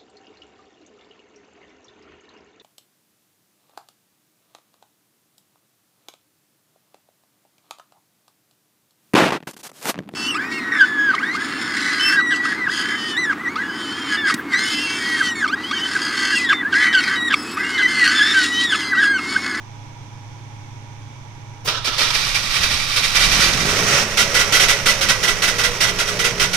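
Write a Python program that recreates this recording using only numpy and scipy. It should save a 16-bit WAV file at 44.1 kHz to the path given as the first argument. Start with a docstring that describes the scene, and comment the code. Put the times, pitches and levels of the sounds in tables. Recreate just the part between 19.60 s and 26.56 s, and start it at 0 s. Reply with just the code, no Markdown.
"""Two-stroke cold start in a garage

A ventilator hums in a narrow brick garage. A starter crashes in, and an old air-cooled two-stroke twin
stumbles, clatters, catches, revs up and settles to a fast idle. Exhaust pulses, fan tones and rocking
follow the firing rate. Only some strokes ignite: each of those jolts excites the resonances of the
engine's thin metal, a short tinny rattle that reverberates between the walls."""
import sys
import numpy as np
from scipy import signal
from scipy.fft import rfft, irfft
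from scipy.io import wavfile
from scipy.ndimage import uniform_filter1d

SR = 44100
rng = np.random.default_rng(int(sys.argv[2]) if len(sys.argv) > 2 else 0)


def transcribe(signal):
    """Save signal, clipped to [-1, 1], as a 16-bit WAV file at the path in sys.argv[1]."""
    frames = np.atleast_2d(signal).T
    limited = np.clip(frames, -1, 1)
    pcm = np.round(limited * 32767).astype(np.int16)
    wavfile.write(sys.argv[1], SR, pcm)


N = 306936
TIME = np.arange(N) / SR
HZ = np.arange(32769) * SR / 65536


def undb(db):
    """Decibels to amplitude ratio."""
    return 10 ** (np.asarray(db) / 20)


def unit(x):
    """Normalisation to rms 1."""
    return x / np.sqrt(np.mean(x ** 2))


def curve(rows):
    """Linear interpolation of (time, value) rows."""
    return np.interp(TIME, *np.transpose(rows))


def burst(start, rise_s, hold_s, fall_s):
    """Linear attack, then exponential decay from hold_s after the start."""
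    age = np.maximum(TIME - start, 0)
    return np.minimum(age / rise_s, 1) * np.exp(-np.maximum(age - hold_s, 0) / fall_s)


def drift(rate_hz):
    """Slow random modulation: smoothed steps, rms 1."""
    k = int(SR / rate_hz)
    steps = np.repeat(rng.standard_normal(N // k + 1), k)
    return unit(uniform_filter1d(uniform_filter1d(steps, k), k)[:N])


def impacts(rate_hz, spread_db):
    """Shot noise: random contacts of log-normal strength, rms 1."""
    contacts = (rng.random(N) < rate_hz / SR) * rng.choice([-1, 1], N)
    return unit(contacts * undb(spread_db * rng.standard_normal(N)))


def shape(points, modes=()):
    """Frequency response in dB: Lorentzian resonances on a broad spectrum."""
    hz, db = np.transpose(points)
    broad = np.interp(np.log(HZ + 1), np.log(hz), db)
    return broad + sum(peak / (1 + (2 * (HZ - f) / width) ** 2) for f, width, peak in modes)


def colour(x, db):
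    """Minimum-phase filtering, built from the cepstrum of the response."""
    cepstrum = irfft(np.log(undb(db)))
    cepstrum[1:len(HZ) - 1] *= 2
    cepstrum[len(HZ):] = 0
    response = irfft(np.exp(rfft(cepstrum)))[:16384]
    return signal.fftconvolve(x, response)[:N]


def noise(db):
    """Gaussian noise with the given spectrum."""
    return colour(rng.standard_normal(N), db)


def metal(force, db):
    """Forced vibration: contacts ring a metal part, keeping their power."""
    return colour(force, db) / np.sqrt(np.mean(undb(db) ** 2))


def cohere(pair, split_hz):
    """Spatial coherence: long waves reach two close microphones alike."""
    mid, side = rfft(pair)
    alike = 1 / (1 + (np.linspace(0, SR / 2, len(mid)) / split_hz) ** 2)
    mid, side = mid * np.sqrt(1 + alike), side * np.sqrt(1 - alike)
    return irfft([mid + side, mid - side], len(pair[0])) / np.sqrt(2)


def garage(x, direct, early_s, late_s, late_db):
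    """Reverberation: direct sound, dense reflections off near walls and a duller tail."""
    t = TIME[:SR // 2]
    early, late = (cohere(rng.standard_normal((2, len(t))), split_hz=1560) for _ in range(2))
    late = signal.sosfilt(signal.butter(1, 4000, fs=SR, output="sos"), late)
    response = early * undb(-60 * t / early_s) + late * undb(late_db - 60 * t / late_s)
    response = unit(response) / np.sqrt(len(t))
    response[:, 0] += direct
    return signal.fftconvolve(x[None], response, axes=1)[:, :N] / np.sqrt(1 + direct ** 2)


# ventilator air spectrum: (frequency [Hz], relative level [dB])
AIR_SPECTRUM = [(25, -2.5), (50, -13.5), (80, -9.5), (130, 3), (170, -10), (300, -13.5), (420, -18.5),
                (720, -19.5), (900, -21), (1150, -20), (1600, -22.5), (2600, -25), (4500, -31),
                (6100, -28.5), (7500, -36.5), (15800, -54)]
# duct resonances: (frequency [Hz], width [Hz], gain [dB])
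DUCT_MODES = [(138, 18, -8.5), (840, 36, 12.5), (958, 100, 12.5), (2270, 270, 7), (3460, 480, 6),
              (6000, 1200, 5.5)]
# ventilator tones: (multiple of shaft speed [-], rms level [dB])
HUM_TONES = [(16, -40), (19, -48), (20, -47), (21, -51), (44, -60), (123, -56), (143, -56), (162, -65)]
SHAFT_HZ, AIR_DB, LEFT_LEAD_S = 6.665, -41.5, 0.00021

def ventilator():
    """Beating: neighbouring shaft harmonics throb over broadband flow noise."""
    air = unit(cohere([noise(shape(AIR_SPECTRUM, DUCT_MODES)) for _ in range(2)], split_hz=440))
    shaft_turns = SHAFT_HZ * (TIME + np.array([[LEFT_LEAD_S], [0]]))
    hum = 0
    for k, db in HUM_TONES:
        amplitude = np.sqrt(2) * undb(db + 0.26 * drift(5))
        hum += amplitude * np.sin(2 * np.pi * (k * shaft_turns + rng.random()) + 0.09 * drift(3))
    return air * undb(AIR_DB) + hum


# the engine is turned over briefly, then stumbles at low speed: (time [s], stroke rate [Hz])
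STUMBLING_RATE = [(2.05, 5.8), (2.35, 11), (2.85, 12), (3.1, 17), (3.3, 16), (3.48, 19.2)]
# it catches, revs up and settles: (time [s], stroke rate [Hz])
RUNNING_RATE = [(3.55, 31.4), (3.8, 42.77), (4.1, 51.34), (4.33, 70.0), (4.45, 72.34), (4.98, 68.9),
                (5.1, 70.43), (5.47, 67.57), (5.69, 60.5), (6.88, 59.38), (6.96, 58.6)]

def stroke_phase():
    """Phase as the integral of frequency: one cycle per stroke."""
    return np.cumsum(curve(list(STUMBLING_RATE) + list(RUNNING_RATE))) / SR


def stroke_hz(strokes):
    """Instantaneous frequency: the derivative of phase."""
    return np.gradient(strokes) * SR


# one push on the accelerator: (time [s], opening [0-1])
THROTTLE_OPENING = [(3.52, 0.1), (3.6, 0.8), (4.22, 1), (4.5, 0)]
IDLE_HZ = 60

def effort(strokes, idle_db, doubling_db, throttle_db):
    """Power law: level changes by doubling_db per doubling of speed, and rises with throttle."""
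    doublings = np.log2(stroke_hz(strokes) / IDLE_HZ)
    return undb(idle_db + doubling_db * doublings + throttle_db * curve(THROTTLE_OPENING))


# narrow, fixed-pitch peaks in the engine's drone: (frequency [Hz], width [Hz], gain [dB])
DRONE_PEAKS = [(178, 14, 4), (352, 14, 5), (416, 14, 9), (484, 20, 4), (555, 22, 5), (595, 30, 4)]
# cooling fan tones: (multiple of stroke rate [-], relative level [dB])
FAN_TONES = [(3, -5), (5, -15), (6, -10), (7, -5.5), (8, 1), (9, -9), (10, -9)]

def fan(strokes):
    """Aerodynamic noise: ragged harmonics of engine speed over the rush in the cooling ducts."""
    tones = unit(sum(undb(db + 4.5 * drift(22)) * np.sin(2 * np.pi * k * strokes + 0.9 * drift(30))
                     for k, db in FAN_TONES))
    rush = unit(noise(shape([(200, -25), (350, -3), (650, -3.5), (780, -14), (1000, -0.5), (2000, -52)])))
    spinning = np.clip((stroke_hz(strokes) - 30) / 25, 0, 1)
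    air = tones * spinning + rush * np.maximum(spinning, 0.76)  # only the rush stays at low speed
    air = unit(colour(air, shape([(100, 0), (1000, 0)], DRONE_PEAKS)))
    return air * effort(strokes, idle_db=-36.5, doubling_db=8, throttle_db=4.4)


# jolts of the pinion and of single ignitions: (time [s], relative level [dB], hold [s])
JOLT_EVENTS = [(2.074, -17, 0.0046), (2.243, -20, 0.026), (2.38, -17, 0.013), (2.403, -19.5, 0.026),
               (2.542, -18, 0.01), (2.743, -18.5, .014), (2.936, -22.5, 0.038), (3.03, -16, 0.0069),
               (3.1, -23, 0.048), (3.358, -17, .024), (3.432, -19, .02), (3.546, -15.5, .022),
               (3.592, -17.5, 0.053), (3.713, -16, 0.015), (3.794, -18.5, 0.07), (4.001, -24.5, 0.018),
               (4.081, -20.5, 0.028), (4.571, -12, 0.042), (4.742, -12, 0.023), (4.79, -13, .02),
               (4.922, -11, 0.044), (4.995, -12, 0.042), (5.083, -11, .024), (5.257, -11.5, .043),
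               (5.409, -14.5, 0.022), (5.486, -11.5, 0.019), (5.628, -15, 0.019), (5.677, -13.5, 0.017),
               (5.82, -13.5, 0.025), (5.874, -14, 0.015), (5.981, -17.5, 0.021), (6.035, -13.5, 0.018),
               (6.203, -13.5, 0.041), (6.27, -20, 0.02), (6.386, -15.5, 0.018), (6.471, -21, 0.023),
               (6.59, -17.5, 0.018), (6.64, -13.5, 0.019), (6.796, -14.5, .039), (6.93, -17, 0.023)]

def jolt_power(rise_s, fall_s, gain_db):
    """Incoherent addition: the decaying vibrations of the jolts sum in power."""
    return sum((undb(db + gain_db) * burst(start, rise_s, hold_s, fall_s)) ** 2
               for start, db, hold_s in JOLT_EVENTS)


def shaking(strokes):
    """Resonance: the engine sways on its mounts and booms as its rate crosses the body's lowest mode."""
    mounts = shape([(5, -16), (11, 2), (18, 0), (33, 0.5), (48, -20), (110, -17), (400, -53)])
    sway = cohere([noise(mounts) for _ in range(2)], split_hz=16)
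    sway /= np.sqrt(uniform_filter1d(sway ** 2, SR // 4))  # stiff mounts keep the swing even
    steady = effort(strokes, idle_db=-35.5, doubling_db=-0.5, throttle_db=1)
    swing = np.sqrt(steady ** 2 + jolt_power(rise_s=0.027, fall_s=0.17, gain_db=-20.5))
    swing *= np.clip((TIME - STUMBLING_RATE[0][0]) / 0.5, 0.6, 1)
    boom = np.sin(2 * np.pi * strokes) / (1 + ((stroke_hz(strokes) - 35) / 11) ** 2)
    return sway * swing + boom * effort(strokes, idle_db=-29, doubling_db=0.2, throttle_db=7.2)


# exhaust response: (frequency [Hz], relative gain [dB])
SILENCER_RESPONSE = [(40, -34.5), (95, -5.5), (135, 6), (180, 3), (215, 1), (300, -5.5), (420, -13),
                     (700, -5.5), (1500, -46.5)]

def exhaust(strokes):
    """Source and filter: uneven puffs and turbulent gas drive the silencer; slow strokes only chuff."""
    rate_hz = stroke_hz(strokes)
    puffs = np.diff(np.floor(strokes), prepend=0) * undb(5.1 * drift(90))
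    puffs = unit(puffs / np.sqrt(rate_hz / SR + 1e-5))  # equal power at any speed
    gas = unit((0.57 + np.exp(-(strokes % 1) / 0.99)) * rng.standard_normal(N))
    flow = np.clip(rate_hz / 55, 0, 1) * puffs + 1.02 * gas
    boom = unit(colour(flow, shape([(35, -22), (62, 11), (80, 8), (105, -7), (200, -35)])))
    pipe = unit(colour(flow, shape(SILENCER_RESPONSE, DRONE_PEAKS)))
    # unburnt mixture goes off once in the silencer
    cough = undb(-31.5) * burst(2.99, rise_s=0.02, hold_s=0.16, fall_s=0.025)
    pipe *= effort(strokes, idle_db=-38.5, doubling_db=0.88, throttle_db=9.7) + undb(-13) * cough
    boom *= effort(strokes, idle_db=-45, doubling_db=0.3, throttle_db=8) + cough
    build_up = np.clip((TIME - STARTER_HEAVES[1][0]) / 0.39, 0, 1)
    return build_up * (pipe + boom)


# the starter heaves over the first compressions: (time [s], scrape [dB], clash [dB], grinding [dB])
STARTER_HEAVES = [(2.045, -26, -12, -23.5), (2.241, -33, -14.5, -27.5), (2.378, -45, -16, -25.5)]

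def pinion():
    """Sliding friction: tooth tips skid on each other with a thin, bright scrape."""
    force = sum(undb(db) * burst(start, rise_s=0.011, hold_s=0.016, fall_s=0.031)
                for start, db, _, _ in STARTER_HEAVES)
    tips = shape([(1000, -3), (5000, -1), (9000, -6), (15000, -12)])
    scrape = metal(force * impacts(rate_hz=3300, spread_db=4.5), tips)
    return garage(scrape, direct=0.41, early_s=0.046, late_s=0.3, late_db=-11)


def starter_load(play_s=0.029):
    """Backlash: on each heave the teeth take up their play, clash once and grind on under load."""
    power = 0
    for start, _, clash_db, grind_db in STARTER_HEAVES:
        bite = start + play_s
        take_up = undb(grind_db - 4) * burst(start, rise_s=play_s, hold_s=play_s, fall_s=0.021)
        clash = undb(clash_db) * burst(bite, rise_s=0.0053, hold_s=0.0053, fall_s=0.011)
        grind = undb(grind_db) * burst(bite, rise_s=0.036, hold_s=0.1, fall_s=0.021)
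        power += take_up ** 2 + clash ** 2 + grind ** 2
    return np.sqrt(power)


# starter housing response: (frequency [Hz], relative gain [dB])
HOUSING_RESPONSE = [(100, -14), (300, -12), (700, -11.5), (1700, -4), (2150, -10), (2800, -2), (4500, -1.5),
                    (5800, -3.5), (7000, -14), (14000, -37)]
# its resonances: (frequency [Hz], width [Hz], gain [dB])
HOUSING_RESONANCES = [(465, 70, 3), (640, 70, 6), (960, 80, 7), (1320, 170, 11), (3300, 200, 4),
                      (3560, 220, 5), (3870, 130, 3)]

def starter(count=3):
    """Structure-borne sound: the pinion strikes the ring gear and the housing radiates all round."""
    load = starter_load()
    housing = shape(HOUSING_RESPONSE, HOUSING_RESONANCES)
    sides = [metal(load * impacts(rate_hz=1200, spread_db=9), housing) for _ in range(count)]
    heard = sum(garage(x, direct=0.35, early_s=0.067, late_s=0.57, late_db=-11.5) for x in sides)
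    return heard / np.sqrt(count)


# sheet-metal cowl response: (frequency [Hz], relative gain [dB])
COWL_RESPONSE = [(100, -14), (170, -4.5), (270, -10), (400, -1), (650, 2), (780, -6.5), (1000, 0),
                 (1300, -12), (2000, -40)]

def cowl():
    """Panel radiation: the cowl gives a dull clunk with each jolt and each heave of the starter."""
    knocks = np.sqrt(jolt_power(rise_s=0.0051, fall_s=0.036, gain_db=-20))
    return (knocks + undb(-16.5) * starter_load()) * unit(noise(shape(COWL_RESPONSE)))


# steady mechanical clatter: (time [s], relative level [dB])
CLATTER_LEVEL = [(2.22, -36), (2.45, -22), (3.6, -21.5), (3.85, -19.5), (4.05, -23), (4.38, -15),
                 (4.47, -26), (5.2, -25), (5.8, -27), (6.96, -28.5)]
# part played by slack gears at low speed: (time [s], share of power [0-1])
SLACK_SHARE = [(2.3, 1), (2.5, 0.9), (3.4, 0.88), (3.85, 0.4), (4.1, 0)]
# responses of bearings and pistons, tinware and slack gears: (frequency [Hz], relative gain [dB])
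BEARING_RESPONSE = [(300, -6.5), (620, 1.5), (780, -5.5), (1050, -5), (1350, -3.5), (2500, -4.5),
                    (3500, -6.5), (4800, -7), (5900, -1.5), (7000, -12), (10500, -21), (12300, -21.5),
                    (15800, -34)]
TIN_RESPONSE = [(300, -7.5), (500, -8), (650, -2), (870, -13.5), (1030, -4.5), (1180, -12.5), (1450, -4),
                (1750, -7), (3000, -4), (4800, -7.5), (5900, -3), (7000, -12.5), (12000, -20), (15800, -30)]
GEAR_RESPONSE = [(180, -48), (300, -6.5), (622, -3.5), (734, -5.5), (1040, -3), (1400, -5.5), (1890, -3),
                 (3160, -0.5), (3730, 2.5), (6030, -2.5), (6880, -12), (12300, -17.5), (15800, -37)]
# their resonances: (frequency [Hz], width [Hz], gain [dB])
BEARING_RESONANCES = [(970, 140, 2), (1930, 110, 6), (2500, 140, 4)]
TIN_RESONANCES = [(1395, 50, 4), (1500, 70, 4), (1978, 110, 12), (2570, 60, 3), (3240, 90, 3),
                  (3740, 130, 3), (4400, 200, 2)]
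GEAR_RESONANCES = [(1046, 110, 2), (1915, 90, 6), (2345, 65, 9), (2520, 140, 4), (3610, 90, 3),
                   (3850, 60, 4), (4590, 90, 4)]

def rattle(strokes, count=4):
    """Impact excitation: parts tick on every stroke and chatter after jolts, each with its own echoes."""
    depth = np.clip(stroke_hz(strokes) / IDLE_HZ, 0, 1)  # strokes hit harder with speed
    pulsing = unit(1.5 + depth * np.exp(-(strokes % 1) / 1.2))
    level = undb(curve(CLATTER_LEVEL) + 0.95 * drift(45)) * (TIME > CLATTER_LEVEL[0][0])
    shaken = np.sqrt(jolt_power(rise_s=0.001, fall_s=0.02, gain_db=0.5))
    slack = curve(SLACK_SHARE)
    thin = shape([(150, -8.5), (500, -6), (1100, 1.5)])  # thin metal radiates little bass
    bearings = shape(BEARING_RESPONSE, BEARING_RESONANCES) + thin
    tin = shape(TIN_RESPONSE, TIN_RESONANCES) + thin
    gears = shape(GEAR_RESPONSE, GEAR_RESONANCES) + thin
    heard = 0
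    for _ in range(count):
        ticks = level * pulsing * impacts(rate_hz=600, spread_db=4)
        chatter = shaken * impacts(rate_hz=1900, spread_db=2)
        ring = metal(ticks * np.sqrt(1 - slack), bearings)
        ring += metal(chatter * np.sqrt(1 - slack), tin)
        ring += metal((ticks + chatter) * np.sqrt(slack), gears)
        heard += garage(ring, direct=0.42, early_s=0.078, late_s=0.31, late_db=-10)
    return undb(-0.5) * heard / np.sqrt(count)


def scene():
    """Superposition: starter, ventilator and an engine whose periodic voices share one crankshaft."""
    strokes = stroke_phase()
    turning = np.clip((TIME - STUMBLING_RATE[0][0]) / 0.06, 0, 1)
    engine = rattle(strokes) + cowl() + turning * (exhaust(strokes) + shaking(strokes) + fan(strokes))
    return pinion() + starter() + engine + ventilator()


# microphone imbalance: (frequency [Hz], left minus right [dB])
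MIC_IMBALANCE = [(40, -8.7), (110, -3.1), (400, 0.4), (750, -2.4), (1300, -5.9), (2300, -9.8), (3400, -6.2),
                 (4600, -6.7), (5900, -10.8), (7300, 3.9), (9000, 6.3), (10500, 9.0), (12500, 10.5),
                 (15000, -1.7)]
TOP_HZ = 15700

def record(dry):
    """Transduction: two microphones of unlike response, soft saturation and a steep low-pass."""
    lean_db = shape(MIC_IMBALANCE)
    common_db = -20 * np.log10(np.cosh(lean_db * np.log(10) / 40))  # keeps the mean of both gains at 1
    pair = np.array([colour(dry[0], common_db + lean_db / 2), colour(dry[1], common_db - lean_db / 2)])
    saturated = np.tanh(0.85 * pair) / 0.85
    return signal.sosfilt(signal.ellip(10, 0.2, 80, TOP_HZ, fs=SR, output="sos"), saturated)


dry = scene()
out = record(dry)
transcribe(out)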